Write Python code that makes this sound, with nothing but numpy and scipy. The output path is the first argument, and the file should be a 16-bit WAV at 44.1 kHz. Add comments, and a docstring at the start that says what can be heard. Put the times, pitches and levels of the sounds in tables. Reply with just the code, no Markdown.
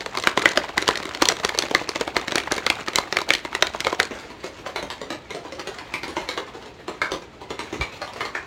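"""Shaker bottle in a bedroom

A plastic bottle of water and powder is shaken hard in a small, quiet room: ringing modes make the blows,
in which the mixer knocks on the wall alone or slams into an end with the drink. Bubbles and shaped noise
make the drink, which splashes at each blow and rolls over in the longer pauses. The bottle is at arm's
length for four seconds, then across the room, where one soft thump, two low sines, sounds."""
import sys
import numpy as np
from scipy import signal
from scipy.fft import rfft, irfft, next_fast_len
from scipy.io import wavfile
from scipy.ndimage import map_coordinates

SR = 44100
rng = np.random.default_rng(int(sys.argv[2]) if len(sys.argv) > 2 else 0)


def to_wav(sig):
    """Store sig (one row per channel, or 1-D mono) as 16-bit WAV at the path in sys.argv[1].

    Samples outside -1..1 are clipped; the rate is SR.
    """
    pcm = np.clip(np.atleast_2d(sig), -1, 1) * 32767
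    pcm = np.round(pcm).astype(np.int16)
    wavfile.write(sys.argv[1], SR, pcm.T)  # frames by channels


N = 373086
TIME = np.arange(N) / SR


def amp(db):
    """Decibels to gain."""
    return 10 ** (np.asarray(db) / 20)


def unit(x):
    """Scale x to rms 1."""
    return x / np.sqrt(np.mean(x ** 2) + 1e-20)


def burst(x):
    """Scale a short sound to the energy of 10 ms at rms 1."""
    return x / np.sqrt(np.sum(x ** 2) / (SR / 100) + 1e-20)


def along(points, hz):
    """Read (f/Hz, value) points on a log frequency axis."""
    f, value = np.transpose(points)
    return np.interp(np.log(hz + 1), np.log(f + 1), value)


def filtered(x, response):
    """Multiply the spectrum of x by a response of frequency."""
    size = next_fast_len(len(x) + 8192)
    spectrum = rfft(x, size) * response(np.fft.rfftfreq(size, 1 / SR))
    return irfft(spectrum, size)[:len(x)]


def coloured(x, spectrum):
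    """Shape x by (f/Hz, level/dB) points, then scale it to rms 1."""
    return unit(filtered(x, lambda hz: amp(along(spectrum, hz))))


def wobble(rate):
    """A smooth random curve with rate knots a second."""
    knots = rng.standard_normal(int(N * rate / SR) + 4)
    return map_coordinates(knots, [TIME * rate])


def add(track, s, sound):
    """Mix a sound into the track at time s, trimming what falls outside."""
    start = round(s * SR)
    part, sound = track[max(0, start):], sound[max(0, -start):]
    part[:len(sound)] += sound[:len(part)]


# Tone of the quiet room's air: (f/Hz, level/dB)
AIR_TONE = [(20, -31), (45, -6), (68, -0.5), (100, -5.5), (200, -7.5), (400, -7.5), (1000, -18.5),
            (4000, -25.5), (16000, -64.5)]


def room_air(db):
    """The quiet room's steady, mostly low noise."""
    return amp(db) * coloured(rng.standard_normal(N), AIR_TONE)


# How long the room holds each pitch: (f/Hz, 60 dB decay t/s)
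ROOM_DECAY = [(100, 0.069), (400, 0.46), (2000, 0.33), (6000, 0.18), (14000, 0.24)]


def walls(early_db, early_decay, gap):
    """One answer of the room: after a gap, strong early reflections over a short diffuse tail."""
    hz, t, noise = signal.stft(rng.standard_normal(SR // 3), SR, nperseg=256)
    fade = np.exp(-np.log(1000) * t / along(ROOM_DECAY, hz)[:, None])
    tail = signal.istft(noise * fade, SR, nperseg=256)[1]
    t = np.arange(len(tail)) / SR
    reflected = rng.random(len(t)) < 2500 / SR  # about 2500 reflections a second
    early = rng.standard_normal(len(t)) * reflected * np.exp(-t / early_decay)
    answer = tail / np.linalg.norm(tail) + amp(early_db) * early / np.linalg.norm(early)
    return np.concatenate([np.zeros(round(gap * SR)), answer / np.linalg.norm(answer)])


def in_room(x, direct_db, wet_db, early_db, early_decay, gap):
    """Direct sound plus reflections, redrawn 30 times a second as the bottle moves."""
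    out, hop = amp(direct_db) * x, SR // 30
    for start in range(0, N, hop):
        piece = x[start:start + hop]
        if piece.any():
            reflections = signal.fftconvolve(piece, walls(early_db, early_decay, gap))
            add(out, start / SR, amp(wet_db) * reflections)
    return out


def thump(s, db, hz, decay, attack, slap_db, slap_hz):
    """A soft, heavy bump on the floor or bed frame: a brief slap together with a low boom."""
    out, t = np.zeros(N), np.arange(SR // 3) / SR
    boom = amp(db) * np.sin(2 * np.pi * hz * t) * np.exp(-(t / decay) ** 2)
    slap = amp(slap_db) * np.sin(2 * np.pi * slap_hz * t) * np.exp(-t / 0.016)
    add(out, s, (boom + slap) * (1 - np.exp(-t / attack)))
    return out


# How hard the drink is kept churning: (t/s, level/dB)
EFFORT_CURVE = [(0, -33), (0.4, -35), (0.7, -35), (1.3, -34), (2.1, -37), (2.8, -35), (3.3, -38),
                (3.9, -36.5), (4.3, -36.5), (5.1, -42.5), (5.7, -38), (6.25, -36), (6.7, -42), (7.3, -43.5),
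                (7.8, -34.5), (8.46, -39)]


def effort(s):
    """Vigour of the shaking at time s, in dB."""
    return np.interp(s, *np.transpose(EFFORT_CURVE))


def surge(rise, fall, rest_db):
    """Drink motion: it swells briefly around each blow, splashes by its weight and rolls over in pauses."""
    splash_at_full_db, splash_per_blow_db, splash_per_effort_db = -16.5, 0.56, 0.65  # dB, dB/dB, dB/dB
    wall_db = -4.5  # a dry knock throws less drink about than a thud
    roll_gap = .11  # s: only a longer pause lets the drink roll over
    roll_place, roll_width = 0.62, 0.1  # shares of the pause
    power = amp(effort(TIME) + rest_db) ** 2
    t = np.arange(-SR // 10, SR // 4) / SR
    splash = np.where(t < 0, np.exp(-abs(t) / rise), np.exp(-abs(t) / fall))
    usual = effort(TIME).mean()
    blow_list = strikes()
    for s, knock, _, drink, _ in blow_list:
        weight_db = knock + 20 * np.log10(np.hypot(amp(drink), amp(wall_db)))
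        extra_db = splash_per_effort_db * (effort(s) - usual)
        splash_db = splash_at_full_db + splash_per_blow_db * weight_db + extra_db
        add(power, s + t[0], (amp(splash_db) * splash) ** 2)
    times = blow_list[:, 0]
    for s, pause in zip(times, np.diff(times, append=N / SR)):
        if pause > roll_gap:
            swish = amp(effort(s)) * np.exp(-.5 * (t / (roll_width * pause)) ** 2)
            add(power, s + roll_place * pause + t[0], swish ** 2)
    return np.sqrt(power)


def bubbles(count, low_hz, high_hz, cycles, spread_db, rise, size):
    """A stream of bubbles, each a short damped ring whose pitch rises."""
    when, pitch, strength = rng.random((count, 3)).T[:, :, None]
    hz, t = low_hz * (high_hz / low_hz) ** pitch, np.arange(size) / SR
    age = hz * t / cycles
    loudness = amp(-spread_db * np.log(np.maximum(strength, .02))) * hz / low_hz
    wave = np.sin(2 * np.pi * hz * t * (1 + rise * np.minimum(age, 2)))
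    grains = loudness * wave * np.exp(-np.pi * age)
    places = (when * N).astype(int) + np.arange(size)
    return unit(np.bincount(places.ravel(), grains.ravel(), N)[:N])


# Tone of the big bubbles and the wash around them: (f/Hz, level/dB)
GURGLE_TONE = [(60, -5), (200, -3), (370, 0.5), (540, -1.5), (750, 0), (1150, -3.5), (1600, -5.5),
               (2150, -5), (2700, -7), (4500, -30)]


def gurgle(wash_db):
    """Big bubbles ring low in a wash of noise."""
    big = bubbles(count=3200, low_hz=272.5, high_hz=2756, cycles=8.9, spread_db=3.5, rise=0.078, size=900)
    return coloured(big + amp(wash_db) * rng.standard_normal(N), GURGLE_TONE)


# Tone of the fine spatter on the wall: (f/Hz, level/dB)
FROTH_TONE = [(1200, -6.5), (2700, 0.5), (4200, -0.5), (5000, -8.5), (7000, -10.5), (10000, -26),
              (16000, -28)]


def froth(hiss_db):
    """Fine bubbles spatter on the wall under a hiss."""
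    fine = bubbles(count=6000, low_hz=2170, high_hz=13800, cycles=2.9, spread_db=-2.5, rise=.03, size=80)
    return coloured(fine + amp(hiss_db) * rng.standard_normal(N), FROTH_TONE)


# Tone of the mixer's light touch on plastic: (f/Hz, level/dB)
TOUCH_TONE = [(200, -23), (500, 1), (1200, 6), (2100, 3.5), (4200, -2.5), (7000, -3.5), (11000, -29.5),
              (16000, -44)]


def touching(x):
    """Give noise the tone of the mixer grazing or chattering on plastic."""
    return coloured(x, TOUCH_TONE)


def grazes(rate):
    """The mixer grazes the wall at random, rate times a second on average."""
    touches = rng.random(N) * (rng.random(N) < rate / SR)
    # each touch decays in about a millisecond
    scrapes = signal.lfilter([1], [1, -np.exp(-1 / (.0012 * SR))], touches)
    return touching(rng.standard_normal(N) * scrapes)


def slosh(gurgle_db, froth_db, wash_db, hiss_db, churn_db, tick_db, tick_rate):
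    """Bubbles gurgle and spatter, and the mixer grazes the wall, all carried by the surging drink."""
    flow = surge(rise=0.0097, fall=0.023, rest_db=-7.0) * amp(churn_db * wobble(90))
    body = amp(gurgle_db) * gurgle(wash_db)
    spray = amp(froth_db) * froth(hiss_db)
    return flow * (body + spray + amp(tick_db) * grazes(tick_rate))


SLAM_HZ, SLAM_OCT_PER_DB = 1580, 0.04  # slam's knock centre at 0 dB hardness; harder contact is higher

# Mixer and drink hit an end of the bottle together:
# (t/s, wall knock level/dB, thud over knock level/dB, hardness: lid click over knock level/dB)
SLAM_LIST = [(0.0071, -34.5, -2.5, -1), (0.0613, -30, -4, -3.5), (0.173, -25.5, -9, -1.5),
             (0.3749, -19.5, -4, -8), (0.394, -31.5, -0.5, -1.5), (0.4896, -35, 1, 5.5),
             (0.5164, -38, -4, 4), (0.5742, -17.5, -0.5, -1.5), (0.6925, -34, -6, -16),
             (0.824, -29.5, 0, 1), (0.8881, -16.5, -3, -6), (1.0013, -33, -0.5, -8),
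             (1.0542, -31.5, -4, -4.5), (1.1488, -32, -11, 1.5), (1.2219, -16.5, -0.5, -1.5),
             (1.2869, -21.5, -4.5, 7), (1.321, -34, 4, 3), (1.3999, -35, -1, -3.5), (1.4489, -23, 0, 1.5),
             (1.5487, -31, 0.5, -6), (1.5879, -36.5, 10.5, 19.5), (1.6356, -37, 7.5, -4),
             (1.7115, -27.5, 1, -8), (1.8136, -34, 4.5, -14), (1.8913, -29, 1, 3),
             (1.9584, -26.5, -0.5, -5), (2.0104, -26, 4.5, -2.5), (2.0767, -29, 1.5, -8),
             (2.1663, -18.5, -3.5, -4.5), (2.281, -27.5, -4, -3), (2.3208, -26, -1, -2),
             (2.3562, -22, -1, 0.5), (2.5204, -26.5, 3, 3.5), (2.5658, -40.5, 10, 6.5),
             (2.5805, -27.5, -4, -5.5), (2.6652, -21, -5, 0), (2.883, -29, 0.5, -1.5),
             (2.9853, -19, -5.5, -4), (3.1256, -24.5, -3, -1.5), (3.1876, -27.5, -5, -3),
             (3.2163, -28.5, -5, -3.5), (3.29, -34, 1.5, 4.5), (3.45, -28.5, -2, -7.5),
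             (3.624, -16.5, -3, 1), (3.7478, -29.5, -0.5, -15), (3.8686, -18.5, -4, -9.5),
             (3.9275, -23.5, -1.5, -14), (4.03, -35, 0, 6), (4.109, -35.5, 10.5, -17),
             (4.154, -40.5, 8.5, -2), (4.303, -32.5, -2.5, -9), (4.442, -29.5, 7, -5.5),
             (4.663, -25.5, 1, -9), (4.76, -20, -3.5, -4), (4.827, -30, 4, -2), (5.015, -29.5, 4.5, -2),
             (5.104, -23, 0, -4), (5.306, -30.5, 2, -1), (5.348, -31.5, 7.5, -3.5), (5.45, -34.5, 6.5, -10),
             (5.523, -34.5, 8, -0.5), (5.595, -31, 2.5, 0.5), (5.673, -27, 3, -1.5),
             (6.033, -26, -1.5, -3.5), (6.08, -33.5, 7.5, 0), (6.167, -22, 3, -6), (6.289, -22.5, -3.5, 1),
             (6.376, -21, 1, -4), (6.548, -39.5, 10.5, -8), (6.659, -37.5, 3.5, -3),
             (6.881, -24.5, -1.5, -7), (7.118, -21.5, 3, -2.5), (7.221, -39, 4, -6), (7.415, -32, 1, -12),
             (7.505, -27, 4, -3), (7.592, -23, -2, -4.5), (7.727, -32, 11.5, -4.5), (8.017, -27, 0.5, -3),
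             (8.161, -34.5, 3, -7), (8.252, -28, -4, -0.5)]


def slams():
    """Blows with the drink behind them: a harder contact rings the wall higher."""
    return [(s, db, SLAM_HZ * 2 ** (SLAM_OCT_PER_DB * hard), drink, hard)
            for s, db, drink, hard in SLAM_LIST]


# The mixer runs ahead of the drink and hits alone:
# (t/s, wall knock level/dB, knock centre f/Hz, hardness: lid click over knock level/dB)
KNOCK_LIST = [(0.151, -28.5, 1140, -10), (0.238, -26.5, 1800, -3), (0.2722, -12, 1510, -7.5),
              (0.42, -26, 2100, -6), (0.4565, -9, 1850, -9.5), (0.6408, -32, 1180, -14),
              (0.779, -16.5, 1930, -7.5), (0.879, -23.5, 1480, 4), (0.909, -26, 1410, -7),
              (0.9559, -28, 2440, -2.5), (1.11, -34, 1250, -18), (1.255, -29, 1060, 8.5),
              (1.2996, -26, 1520, -5), (1.492, -24.5, 1900, -4.5), (1.623, -30, 1770, 3.5),
              (1.749, -13.5, 1640, -5.5), (2.3813, -23, 1960, -2.5), (2.4005, -30, 2190, -6),
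              (2.701, -19, 2540, -0.5), (2.9578, -22.5, 2690, 5.5), (3.169, -17.5, 1790, -6.5),
              (3.3051, -13, 2080, -6.5), (3.336, -25.5, 2300, 4.5), (3.3507, -26.5, 2450, 2.5),
              (3.529, -31, 1440, -13), (3.5505, -22.5, 1930, -4), (3.6695, -32, 2170, 4),
              (3.8045, -28, 3150, 2), (3.8477, -30, 2580, 1), (4.0001, -15, 2080, -6),
              (4.902, -25.5, 1480, 0), (5.786, -29.5, 1650, -3), (5.939, -17, 2470, -11),
              (7.017, -11.5, 1830, -13), (7.811, -17.5, 1980, -8), (8.077, -31, 1240, -4),
              (8.207, -18, 1560, -9), (8.351, -18, 2350, -17)]


def lone_knocks():
    """Blows without the drink: they hardly move the air pocket, so the thud is 10.5 dB under the knock."""
    return [(s, db, hz, -10.5, hard) for s, db, hz, hard in KNOCK_LIST]


def strikes():
    """All slams and lone knocks by time: t/s, knock/dB, centre/Hz, thud over knock/dB, hardness/dB."""
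    return np.array(sorted(slams() + lone_knocks()))


def taps(count, db, spread_db, drink_db, hard_db):
    """After some strikes the mixer bounces back and taps the wall lightly: rows like those of strikes()."""
    times = strikes()[:, 0]
    which, delay = rng.random((count, 2)).T
    s = times[(which * len(times)).astype(int)] + .018 + .04 * delay  # 18 to 58 ms after the blow
    knock, drink, hard = spread_db * rng.standard_normal((count, 3)).T
    centre_hz = np.full(count, SLAM_HZ)
    return np.column_stack([s, effort(s) + db + knock, centre_hz, drink_db + drink, hard_db + hard])


def ring(modes, t, centre_hz, octaves, scatter_db, detune, attack):
    """One blow on a set of modes: the spot hit favours those near centre_hz, moving liquid detunes them."""
    hz, db, t60 = np.transpose(modes)[:, :, None]
    size, shift, phase = rng.standard_normal((3, len(modes), 1))
    favour = np.exp(-.5 * (np.log2(hz / centre_hz) / octaves) ** 2)
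    gain = amp(db + scatter_db * size) * favour
    waves = np.sin(2 * np.pi * hz * (1 + detune * shift) * t + np.pi * phase)
    ringing = np.sum(gain * waves * np.exp(-np.log(1000) * t / t60), axis=0)
    return burst(ringing * (1 - np.exp(-t / attack)))


# Modes of the air pocket and the liquid against it: (f/Hz, level/dB, 60 dB decay t/s)
POCKET_MODES = [(162, -12, 0.028), (283, -4.5, .022), (381.4, 2.5, 0.032), (535.6, 0, 0.029),
                (708, -5.5, 0.023)]


def pocket_thud(t):
    """The liquid is shoved into the air pocket, which booms."""
    return ring(POCKET_MODES, t, centre_hz=418, octaves=1.26, scatter_db=4, detune=.1, attack=0.0007)


# Modes of the plastic wall, damped by hand and drink: (f/Hz, level/dB, 60 dB decay t/s)
WALL_MODES = [(853, -1, 0.013), (982, 3, 0.027), (1205, 2, 0.015), (1552, 2.5, 0.0083), (1768, 2.5, 0.011),
              (2100, 1.5, 0.022), (2300, 2, 0.012)]


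def wall_knock(t, hz):
    """The plastic wall rings around hz."""
    return ring(WALL_MODES, t, centre_hz=hz, octaves=0.58, scatter_db=4.5, detune=0.045, attack=0.00047)


# Modes of the hard lid and rim: (f/Hz, level/dB, 60 dB decay t/s)
LID_MODES = [(3260, 9, 0.0038), (3280, 0, 0.0058), (4060, 3.5, 0.015), (4360, -1.5, 0.014),
             (5670, -2, 0.016), (6550, 5.5, 0.0099), (7630, -4, 0.0029), (8960, 13, 0.0051)]


def lid_click(t, hz):
    """The hard lid and rim ring briefly around hz."""
    return ring(LID_MODES, t, centre_hz=hz, octaves=0.46, scatter_db=1.0, detune=0.0696, attack=0.00012)


# Tone of the bare contact: (f/Hz, level/dB)
CRACK_TONE = [(1500, -19), (3000, 12.5), (5000, 5.5), (8000, -2.5), (11000, -12.5), (16000, -21)]


def contact_crack(t, decay):
    """The bare contact: a short decaying burst of noise."""
    return burst(coloured(rng.standard_normal(len(t)) * np.exp(-t / decay), CRACK_TONE))


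def spiky_noise(t, decay):
    """Noise of uneven spikes that builds within milliseconds, then decays."""
    return rng.standard_normal(len(t)) ** 3 * (1 - np.exp(-t / .004)) * np.exp(-t / decay)


def drop_patter(t, wall, decay):
    """Drops patter on the wall, whose ring is damped by the liquid on it."""
    wetted = wall * np.exp(-t / .003)
    return burst(signal.fftconvolve(spiky_noise(t, decay), wetted)[:len(t)])


def mixer_chatter(t, decay):
    """The mixer chatters on after a blow in uneven rebounds."""
    contacts = np.repeat(rng.exponential(size=len(t)) ** 2, 64)[:len(t)]  # each held for 64 samples
    return burst(touching(spiky_noise(t, decay) * contacts))


def blows(thud_db, knock_db, click_db, crack_db, crack_decay, push_db, patter_db, patter_decay,
          chatter_db, chatter_decay):
    """Each blow cracks, rings lid and wall, and thuds in the pocket; drops patter, the mixer chatters."""
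    click_base_hz, click_top_hz, click_oct_per_db = 4270, 5120, 0.05
    out, t = np.zeros(N), np.arange(SR // 12) / SR
    push = amp(push_db) * burst(t * np.exp(-t / 0.0019))  # the whole bottle jolts: one low pulse
    rebounds = taps(count=70, db=-3.5, spread_db=2, drink_db=-3, hard_db=0)
    for s, knock, centre_hz, drink, hard in [*strikes(), *rebounds]:
        thud, click = knock + drink, knock + hard
        # the spot that is hit wanders from blow to blow
        wall_spot, lid_spot = 0.075 * rng.standard_normal(2)  # octaves
        # a hard blow with drink behind it drives the lid's upper modes
        click_hz = min(click_base_hz * 2 ** (click_oct_per_db * (drink + hard)), click_top_hz)
        pocket = push + pocket_thud(t)
        wall = wall_knock(t, centre_hz * 2 ** wall_spot)
        lid = lid_click(t, click_hz * 2 ** lid_spot)
        contact = burst(lid + amp(crack_db) * contact_crack(t, crack_decay))
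        patter = amp(patter_db) * drop_patter(t, wall, patter_decay)
        chatter = amp(chatter_db) * mixer_chatter(t, chatter_decay)
        add(out, s, amp(thud + thud_db) * pocket)
        add(out, s, amp(knock + knock_db) * (wall + patter))
        add(out, s, amp(click + click_db) * (contact + chatter))
    return out


def scene():
    """Close by, the direct sound leads; from across the room, the reflections do."""
    air = room_air(db=-46.5)
    bump = thump(s=7.797, db=-20.5, hz=64.4, decay=0.028, attack=0.0033, slap_db=-22, slap_hz=124)
    drink = slosh(gurgle_db=-1.5, froth_db=-9, wash_db=-0.5, hiss_db=12, churn_db=2.5,
                  tick_db=-9.0, tick_rate=80)
    knocks = blows(thud_db=0.0, knock_db=-.5, click_db=0.07, crack_db=-1.5, crack_decay=0.0019,
                   push_db=-22.0, patter_db=-14.5, patter_decay=0.028,
                   chatter_db=-15.0, chatter_decay=0.013)
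    bottle = knocks + drink
    far = TIME > 4.08  # s: from here on the bottle is across the room
    close = in_room(bottle * ~far, direct_db=1.5, wet_db=-12.5, early_db=1.5, early_decay=0.035, gap=.005)
    distant = in_room(bottle * far, direct_db=-7.5, wet_db=-5.5, early_db=4.5, early_decay=0.033,
                      gap=0.002048)
    return air + bump + close + distant


def record(dry, low_cut_hz=40, top_hz=16000):
    """The microphone sheds deep bass, peaks beyond full scale clip, and the top is cut off steeply."""
    high_pass = signal.butter(4, low_cut_hz, "highpass", fs=SR, output="sos")
    clipped = np.clip(signal.sosfilt(high_pass, dry), -1, 1)
    return filtered(clipped, lambda hz: 1 / np.sqrt(1 + (hz / top_hz) ** 240))


dry = scene()
out = record(dry)
to_wav(out)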